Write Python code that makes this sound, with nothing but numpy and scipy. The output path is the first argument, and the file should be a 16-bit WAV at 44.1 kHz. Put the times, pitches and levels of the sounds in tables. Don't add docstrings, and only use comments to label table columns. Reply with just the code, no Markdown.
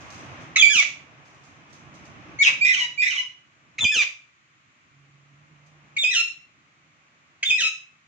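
import sys
import numpy as np
from scipy import signal
from scipy.fft import rfft, irfft, next_fast_len
from scipy.io import wavfile
from scipy.ndimage import uniform_filter1d, minimum_filter1d

SR = 44100
rng = np.random.default_rng(int(sys.argv[2]) if len(sys.argv) > 2 else 0)


def transcribe(signal):
    frames = np.atleast_2d(signal).T
    limited = np.clip(frames, -1, 1)
    pcm = np.round(limited * 32767).astype(np.int16)
    wavfile.write(sys.argv[1], SR, pcm)


N = 356151
TIME = np.arange(N) / SR
CUTOFF_HZ = 15600

# time in s, relative rumble level in dB, relative wash level in dB.
BACKGROUND = [(0.0, -54, -55), (0.4, -51.5, -53), (0.74, -64.5, -63), (1.57, -63, -63.5),
              (2.32, -54, -57.5), (2.72, -63, -64.5), (3.26, -74, -78), (3.87, -71.5, -71.5),
              (4.36, -79, -82.5), (5.35, -70.5, -75), (6.03, -66, -67.5), (6.34, -75, -79),
              (7.38, -74.5, -75), (8.08, -79, -82.5)]
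# frequency in Hz, relative level in dB.
RUMBLE = [(15, -66.5), (25, -30), (75, -3.5), (93, -0.5), (135, 5), (194, -2), (313, -1), (403, -10),
          (532, -24.5), (600, -14), (780, -48), (1320, -120)]
WASH = [(240, -35.5), (400, -9), (602, -2), (979, -2.5), (1120, 2.5), (1430, -3), (2510, -3.5), (4530, -22),
        (6220, -18), (10100, -52.5), (15000, -50.5)]
HISS = [(470, -39.5), (800, -18), (938, -13), (1130, 1.5), (1690, -3), (1890, 0), (2270, 1.5), (3400, -9),
        (5220, -16), (6930, -11.5), (9890, -46), (15000, -42)]
HISS_DB = -62
# frequency in Hz, left-right correlation from -1 to 1.
LIKENESS = [(40, 1), (130, .65), (300, 0.75), (600, 0.88), (1200, -0.44), (2400, 0.16), (5000, -0.24),
            (12000, -0.15)]
# start in s, length in s, level in dB added to the idle.
ENGINE_SWELLS = [(0, 3.05, -66), (4.9, .95, -60.5)]
# time in s, pitch in Hz.
ENGINE_SPEED = [(0, 143), (4.9, 141.8), (6, 150.2), (8.08, 151)]
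ENGINE_IDLE_DB, ENGINE_RISE_S, ENGINE_FADE_S = -77.5, 0.063, 0.1

# start in s, relative level in dB, rise in s, fade time constant in s.
BRUSHES = [(.005, -55.5, 0.0025, 0.088), (.101, -51, 0.0045, 0.12), (.4, -57.5, 0.015, .05),
           (1.246, -62.5, 0.0091, 0.15), (1.429, -63.5, 0.014, .08), (1.696, -61, 0.0067, 0.023),
           (1.726, -56, 0.0043, 0.063), (1.94, -58, 0.0018, 0.075), (2.051, -60, .003, 0.04),
           (5.659, -63, 0.0068, .03)]
# frequency in Hz, relative drive in dB, time to fall 60 dB in s.
WIRES = [(5100, -9.5, 0.11), (6300, -7, 0.26), (6500, -3.5, .15), (8240, -12.5, .2)]
# frequency in Hz, relative level in dB.
FEATHERS = [(1500, -17), (3500, -1), (6500, 4.5), (8000, -7), (11000, -26.5), (15000, -21)]

# start in s, brightness in dB per octave before each note's own
# is added, left-right level in dB, left ear lag in s, room send in dB.
SQUAWKS = [(.5, 1.5, -1.5, .00008, -0.9), (2.3, -1.24, 0.5, -.00034, 0.26), (2.58, -1.5, 0, .00032, -0.9),
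           (2.95, -1, -0.5, .00032, 1), (3.7, 1, 0.4, .00001, -2.5), (5.9, 1.3, 1.5, .00008, 0.2),
           (7.4, 0.9, 1.6, .00008, -0.1)]
# frequency in Hz, relative level in dB.
VOICE_COLOUR = [(450, -23), (950, -20), (1250, -17), (1550, -15), (2050, 0), (2450, 7), (3400, -2),
                (4050, -2.5), (4450, -12.5), (4800, -10), (5400, -7.5), (6300, -1.5), (7100, -12.5),
                (7900, -18), (12000, -44), (15000, -32.5)]
# frequency in Hz, left-right level in dB.
SHADE = [(1500, -3), (4000, -0.5), (7000, -9.5), (10000, -11.5)]
# left delay in s, right delay in s, gain in dB.
ECHOES = [(.0031, 0.0025, -8), (.0058, .0064, -5), (.0093, .0087, -16), (0.0103, .0131, -11.5),
          (0.0164, .0166, -17.5), (.0215, .0229, -16)]
ROOM_T60_S = 0.37
ATTACK_S, RELEASE_S = .004, .007
WAVER_SHARE, WAVER_HZ = .003, 45

# start in s, length in s, level in dB, pitch after the catch in Hz, half-tone share 0-1.
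BARKS = [(.558, 0.015, -10.5, 2566, 1), (3.782, 0.016, -20, 2567, 0.82), (5.964, .013, -17, 2360, .05),
         (7.426, 0.01, -20, 3240, 0.62)]
CATCH_HZ, CATCH_SINK_HZ_PER_S, CATCH_S = 2472, 71000, .006
# start in s, length in s, pitch in Hz before the droop, level in dB before the
# swell, droop time constant in s.
HIGH_WHISTLES = [(0.583, 0.034, 3582, -11, 0.015), (3.806, 0.04, 3520, -15, 0.0037),
                 (5.982, .055, 3650, -18.5, .005), (7.454, 0.048, 3570, -19.5, 0.0039)]
DROOP_SHARE, DROOP_SWELL_DB = .14, 1.5
# centre in s, Gaussian spread in s, relative level in dB, low edge in Hz, top edge in Hz.
PUFFS = [(0.608, 0.0075, -45.5, 81.5, 255), (0.758, 0.0074, -46.5, 70, 316),
         (3.822, 0.022, -46.5, 72.8, 180), (3.835, 0.013, -41.5, 400, 1200),
         (3.844, 0.0077, -33, 74.4, 192), (3.968, 0.0098, -40.5, 70, 394), (6.036, 0.0023, -43.5, 504, 660),
         (7.496, 0.01, -49.5, 67.4, 160), (7.629, 0.027, -54, 71.5, 500)]
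# start in s, length in s, base pitch in Hz, opening level in dB,
# fade in dB per s, upward creep in Hz per s.
LOW_WHISTLES = [(.621, 0.079, 2289, 0.5, 326, 950), (3.847, 0.071, 2336, -10, 139, 3210),
                (6.039, 0.075, 2370, -8.5, 221.5, 3870), (7.503, 0.063, 2393, -9.5, 169, 3370)]
SCOOP_HZ, SCOOP_S = 268, .006
# start in s, length in s, hold in s, slide time constant in s, slide shape
# (1 eases out, more is S-shaped), top pitch in Hz, landing pitch in Hz, top level in dB, landing level in dB,
# landing half-tone share 0-1, sliding rasp, landing rasp (both on top of a base), brightness in dB per octave.
FALLS = [(0.694, 0.11, 0.03, 0.047, 1.34, 3394, 2072, -18.5, -8, 0.41, 0.085, 0.18, 0.5),
         (2.417, 0.067, 0.0031, 0.031, 1.59, 3860, 2418, -18, -8.5, 0.24, .75, .9, -.8),
         (2.731, 0.12, 0.0014, .04, 1.48, 3205, 1911, -16, -23.5, .7, 0.78, 0.27, -0.13),
         (3.098, 0.11, 0.00078, 0.044, 1.45, 3128, 1974, -21, -30, 0.74, 0.87, 0.26, -.3),
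         (3.913, .108, 0.024, .032, 1.25, 3503, 2314, -19, -12.5, 0.39, 0.099, .14, 0.33),
         (6.104, 0.11, 0.0047, .04, 3.83, 3980, 2732, -22.5, -13.5, 0.37, .45, 0.17, .3),
         (7.577, 0.1, 0.00089, 0.032, 2.48, 4016, 2610, -21.5, -17, 0.5, 0.22, 0.29, -0.00067)]
TOP_HALF_SHARE, BASE_RASP = 0.48, 0.11
# start in s, length in s, level in dB.
CROAKS = [(.814, .02, -19.5), (2.467, 0.02, -16.5), (4.016, .018, -20)]
CROAK_HZ, CROAK_SINK_S = 2113, .03
# start in s, length in s, mid-note pitch in Hz,
# peak level in dB, swell time in s.
LEAD_INS = [(2.387, 0.037, 2224, -10, 0.034), (2.609, .04, 2396, -12, 0.013),
            (2.975, .04, 2388, -13.5, 0.031)]
LEAD_SWELL_DB_PER_S, LEAD_RISE_HZ_PER_S = 419, 3000
# start in s, length in s, pitch in Hz, opening level in dB, second tone level in dB.
GRATINGS = [(2.647, .083, 2473, -12, -27), (3.017, 0.07, 2478, -15.5, -31)]
SECOND_TONE_HZ, SECOND_RISE_HZ_PER_S = 3550, 2900
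UNDERTONE_HZ, UNDERTONE_DB, GRATING_FADE_DB_PER_S = 2030, -7, 126.5
# start in s, length in s, settled pitch in Hz, level in dB.
THIRD_HALF_TONES = [(2.79, .058, 2882, -19), (3.161, .046, 2909, -21.5)]
THIRD_SINK_HZ, THIRD_SINK_S = 220, .016


def from_db(db):
    return 10 ** (np.asarray(db) / 20)


def unit_power(x):
    return x / np.sqrt(np.mean(x ** 2) + 1e-20)


def in_time(rows, t):
    s, *columns = np.transpose(rows)
    return [np.interp(t, s, column) for column in columns]


def at_hz(points, hz):
    f, value = np.transpose(points)
    return np.interp(np.log(np.maximum(hz, 1)), np.log(f), value)


def wobble(rate_hz, size):
    low_pass = signal.butter(2, rate_hz, fs=SR, output="sos")
    settled = signal.sosfilt(low_pass, rng.standard_normal(2 * size))[size:]
    return unit_power(settled)


def coloured(spectrum, size):
    hz = np.arange(size // 2 + 1) * SR / size
    mid, side = rfft(rng.standard_normal((2, size)))
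    alike = np.clip(at_hz(LIKENESS, hz), -1, 1)
    pair = np.sqrt(1 + alike) * mid + np.sqrt(1 - alike) * side * [[1], [-1]]
    below_top = 1 / (1 + (hz / spectrum[-1][0]) ** 8)
    above_low = 1 - 1 / (1 + (hz / spectrum[0][0]) ** 8)
    shape = below_top * above_low * from_db(at_hz(spectrum, hz))
    return unit_power(irfft(pair * shape, size))


def engine():
    pitch, = in_time(ENGINE_SPEED, TIME)
    level = from_db(ENGINE_IDLE_DB)
    for s, length, db in ENGINE_SWELLS:
        rise = np.clip((TIME - s) / ENGINE_RISE_S, 0, 1)
        fade = np.exp(-np.maximum(TIME - s - length, 0) / ENGINE_FADE_S)
        level = level + from_db(db) * rise * fade
    phase = 2 * np.pi * np.cumsum(pitch * (1 + 0.017 * wobble(10, N))) / SR
    throb = 1 + .25 * wobble(25, N)
    harmonics = np.sin(phase) + 0.11 * np.sin(2 * phase)
    return np.sqrt(2) * level * harmonics * throb


def background(rumble_db=5.5, wash_db=9.5):
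    rumble, wash = in_time(BACKGROUND, TIME)
    hum = engine()
    lumps_db = 1.6 * wobble(12, N)
    low = hum + from_db(rumble + rumble_db + lumps_db) * coloured(RUMBLE, N)
    low = low * from_db([[-1.8], [1.8]])
    washing = from_db(wash + wash_db) * coloured(WASH, N)
    return low + washing + from_db(HISS_DB) * coloured(HISS, N)


def brushes(ring_db=-8.0):
    touch = 0
    for s, db, rise, fade in BRUSHES:
        decay = np.exp(-np.clip((TIME - s) / fade, 0, 20))
        touch = touch + from_db(db) * np.clip((TIME - s) / rise, 0, 1) * decay
    rustle = touch * coloured(FEATHERS, N) * np.exp(0.23 * wobble(200, N))
    rings = 0
    for hz, db, t60 in WIRES:
        radius, angle = from_db(-60 / (t60 * SR)), 2 * np.pi * hz / SR
        poles = [1, -2 * radius * np.cos(angle), radius ** 2]
        rings = rings + from_db(db) * signal.lfilter([0, np.sin(angle)], poles, rustle)
    ringing = from_db(ring_db) * rustle.std() * unit_power(rings)
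    return (rustle + ringing) * from_db([[-2], [2]])


def clock(length):
    return np.arange(int((length + RELEASE_S) * SR)) / SR


def to_ears(tone, air, air_db_per_octave, pan_db, lag_s):
    size = len(tone)
    padded = next_fast_len(2 * size, True)
    hz = np.arange(padded // 2 + 1) * SR / padded
    tone, air = rfft(np.array([tone, air]), padded)
    air *= from_db(air_db_per_octave * np.log2(np.maximum(hz / 2400, 1)))
    air *= hz ** 2 / (hz ** 2 + 700 ** 2)
    side = from_db((pan_db + at_hz(SHADE, hz)) / 2)
    ears = np.array([side * np.exp(-2j * np.pi * hz * lag_s), 1 / side])
    heard = (tone + air) * from_db(at_hz(VOICE_COLOUR, hz)) * ears
    return irfft(heard, padded)[:, :size + size // 2]


def syrinx(s, pitch, level_db, half, rasp, edge_db, attack_s=ATTACK_S):
    slope_db, half_db, top_db = -5.5, 4.5, -4.0
    jitter, jitter_hz, flutter, flutter_hz = .05, 480, 0.74, 240
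    rasp_db, air_slope_db = -5, -8.0
    _, facing_db, pan_db, lag_s, send_db = [row for row in SQUAWKS if row[0] <= s][-1]
    bright_db = facing_db + edge_db
    size = len(pitch)
    t = TIME[:size]
    rise, release = np.clip(t / attack_s, 0, 1), np.clip((t[-1] - t) / RELEASE_S, 0, 1)
    envelope = rise * release * from_db(level_db)
    half, rasp = np.clip(half, 0, 1), np.clip(rasp, 0, 1)
    waver = WAVER_SHARE * wobble(WAVER_HZ, size) + jitter * rasp * wobble(jitter_hz, size)
    phase = 2 * np.pi * np.cumsum(pitch * (1 + waver)) / SR
    multiple = np.arange(1, 21)[:, None] / 2
    partial_hz = multiple * pitch
    tilt_db = (slope_db * (1 - 0.29 * half) + bright_db) * np.log2(np.maximum(multiple, 1))
    soft_db = top_db * np.clip((partial_hz - 7300) / 1000, 0, 1)
    gain = from_db(tilt_db + soft_db) * (partial_hz < CUTOFF_HZ)
    gain[::2] *= half * from_db(half_db)
    passed = np.sqrt(np.sum((gain * from_db(at_hz(VOICE_COLOUR, partial_hz))) ** 2, axis=0) / 2)
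    tone = np.sum(gain * np.sin(multiple * phase), axis=0) / passed
    air = rng.standard_normal(size) * rasp ** 2 * from_db(rasp_db)
    depth = flutter * rasp
    rattle = np.exp(depth * 2 * np.tanh(wobble(flutter_hz, size) / 2) - depth ** 2 / 2)
    strength = rattle * envelope
    voice = to_ears(tone * strength, air * strength, air_slope_db + bright_db, pan_db, lag_s)
    return int(s * SR), voice, send_db


def bark(s, length, db, split_hz, half):
    t = clock(length)
    caught = t > CATCH_S
    pitch = np.where(caught, split_hz, CATCH_HZ - CATCH_SINK_HZ_PER_S * t)
    return syrinx(s, pitch, db, half * caught, rasp=0.84, edge_db=-1.3)


def room(x, late_db=0.0, build_s=0.0036, treble_db=-3.5):
    t = TIME[:SR]
    decay = from_db(-60 * t / ROOM_T60_S)
    late = rng.standard_normal((2, SR)) * decay * (1 - np.exp(-t / build_s))
    response = from_db(late_db) * unit_power(late) / np.sqrt(SR)
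    for left_s, right_s, db in ECHOES:
        response[[0, 1], [round(left_s * SR), round(right_s * SR)]] += from_db(db)
    size = next_fast_len(N + SR)
    hz = np.arange(size // 2 + 1) * SR / size
    dull = from_db(treble_db * hz / 7000)
    return irfft(rfft(x, size) * rfft(response, size) * dull, size)[:, :N]


def high_whistle(s, length, hz, db, droop_s):
    strain = np.exp(np.minimum(clock(length) - length, 0) / droop_s)
    pitch = hz * (1 - DROOP_SHARE * strain)
    return syrinx(s, pitch, db + DROOP_SWELL_DB * strain, half=.03, rasp=0.033 + 0.37 * strain, edge_db=-1.8)


def puffs():
    out = np.zeros((2, N))
    for s, spread_s, db, low_hz, top_hz in PUFFS:
        near = np.flatnonzero(abs(TIME - s) < .1)
        band = signal.butter(2, [low_hz, top_hz], "band", fs=SR, output="sos")
        eddies = unit_power(signal.sosfilt(band, rng.standard_normal((3, len(near)))))
        gust = from_db(db) * np.exp(-.5 * ((TIME[near] - s) / spread_s) ** 2)
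        out[:, near] += (eddies[0] + 0.76 * eddies[1:]) * gust
    bass_cut = signal.butter(3, 75, "high", fs=SR, output="sos")
    return signal.sosfilt(bass_cut, out + 1e-18) * from_db([[-3], [3]])


def low_whistle(s, length, hz, db, fade_db_per_s, creep_hz_per_s):
    t = clock(length)
    pitch = hz + SCOOP_HZ * np.exp(-t / SCOOP_S) + creep_hz_per_s * t
    return syrinx(s, pitch, db - fade_db_per_s * t, half=0.008, rasp=0.23, edge_db=1.6)


def fall(s, length, hold, slide, shape, top_hz, landing_hz, top_db, landing_db,
         landing_half, sliding_rasp, landing_rasp, edge_db):
    fallen = 1 - np.exp(-(np.maximum(clock(length) - hold, 0) / slide) ** shape)
    pitch = top_hz + (landing_hz - top_hz) * fallen
    db = top_db + (landing_db - top_db) * fallen
    half = TOP_HALF_SHARE + (landing_half - TOP_HALF_SHARE) * fallen
    rasp = BASE_RASP + sliding_rasp * np.sin(np.pi * fallen) + landing_rasp * fallen
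    return syrinx(s, pitch, db, half, rasp, edge_db, attack_s=0.011)


def croak(s, length, db):
    pitch = CROAK_HZ * np.exp(-clock(length) / CROAK_SINK_S)
    return syrinx(s, pitch, db, half=0.56, rasp=.9, edge_db=-0.4)


def lead_in(s, length, hz, db, swell_s):
    t = clock(length)
    pitch = hz + LEAD_RISE_HZ_PER_S * (t - length / 2)
    level_db = db + LEAD_SWELL_DB_PER_S * np.minimum(t - swell_s, 0)
    return syrinx(s, pitch, level_db, half=.02, rasp=0.064, edge_db=0.5)


def grating(s, length, hz, db, second_db):
    t = clock(length)
    second_hz = SECOND_TONE_HZ + SECOND_RISE_HZ_PER_S * t
    return [syrinx(s, np.full_like(t, hz), db - GRATING_FADE_DB_PER_S * t, half=.02, rasp=0.37, edge_db=0.5),
            syrinx(s, np.full_like(t, UNDERTONE_HZ), db + UNDERTONE_DB, half=.02, rasp=0.96, edge_db=-11.5),
            syrinx(s, second_hz, second_db, half=0.7, rasp=.75, edge_db=4.8)]


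def third_half_tone(s, length, hz, db):
    pitch = hz + THIRD_SINK_HZ * np.exp(-clock(length) / THIRD_SINK_S)
    return syrinx(s, pitch, db, half=.02, rasp=0.11, edge_db=-9, attack_s=0.018)


def scene(voice_db=-5.5):
    kinds = [(bark, BARKS), (high_whistle, HIGH_WHISTLES), (low_whistle, LOW_WHISTLES), (fall, FALLS),
             (croak, CROAKS), (lead_in, LEAD_INS), (third_half_tone, THIRD_HALF_TONES)]
    notes = [sing(*row) for sing, rows in kinds for row in rows]
    for row in GRATINGS:
        notes += grating(*row)
    direct, sent = np.zeros((2, 2, N))
    for start, voice, send_db in notes:
        span = slice(start, start + voice.shape[1])
        direct[:, span] += voice
        sent[:, span] += from_db(send_db) * voice
    birds = from_db(voice_db) * (direct + room(sent))
    return birds + puffs() + brushes() + background()


def record(dry):
    low_pass = signal.ellip(10, .1, 80, CUTOFF_HZ, fs=SR, output="sos")
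    sound = signal.sosfilt(low_pass, dry)
    allowed = np.minimum(1, .88 / (np.abs(sound).max(axis=0) + 1e-9))
    held = minimum_filter1d(allowed, size=401)
    return sound * uniform_filter1d(uniform_filter1d(held, size=201), size=201)


dry = scene()
out = record(dry)
transcribe(out)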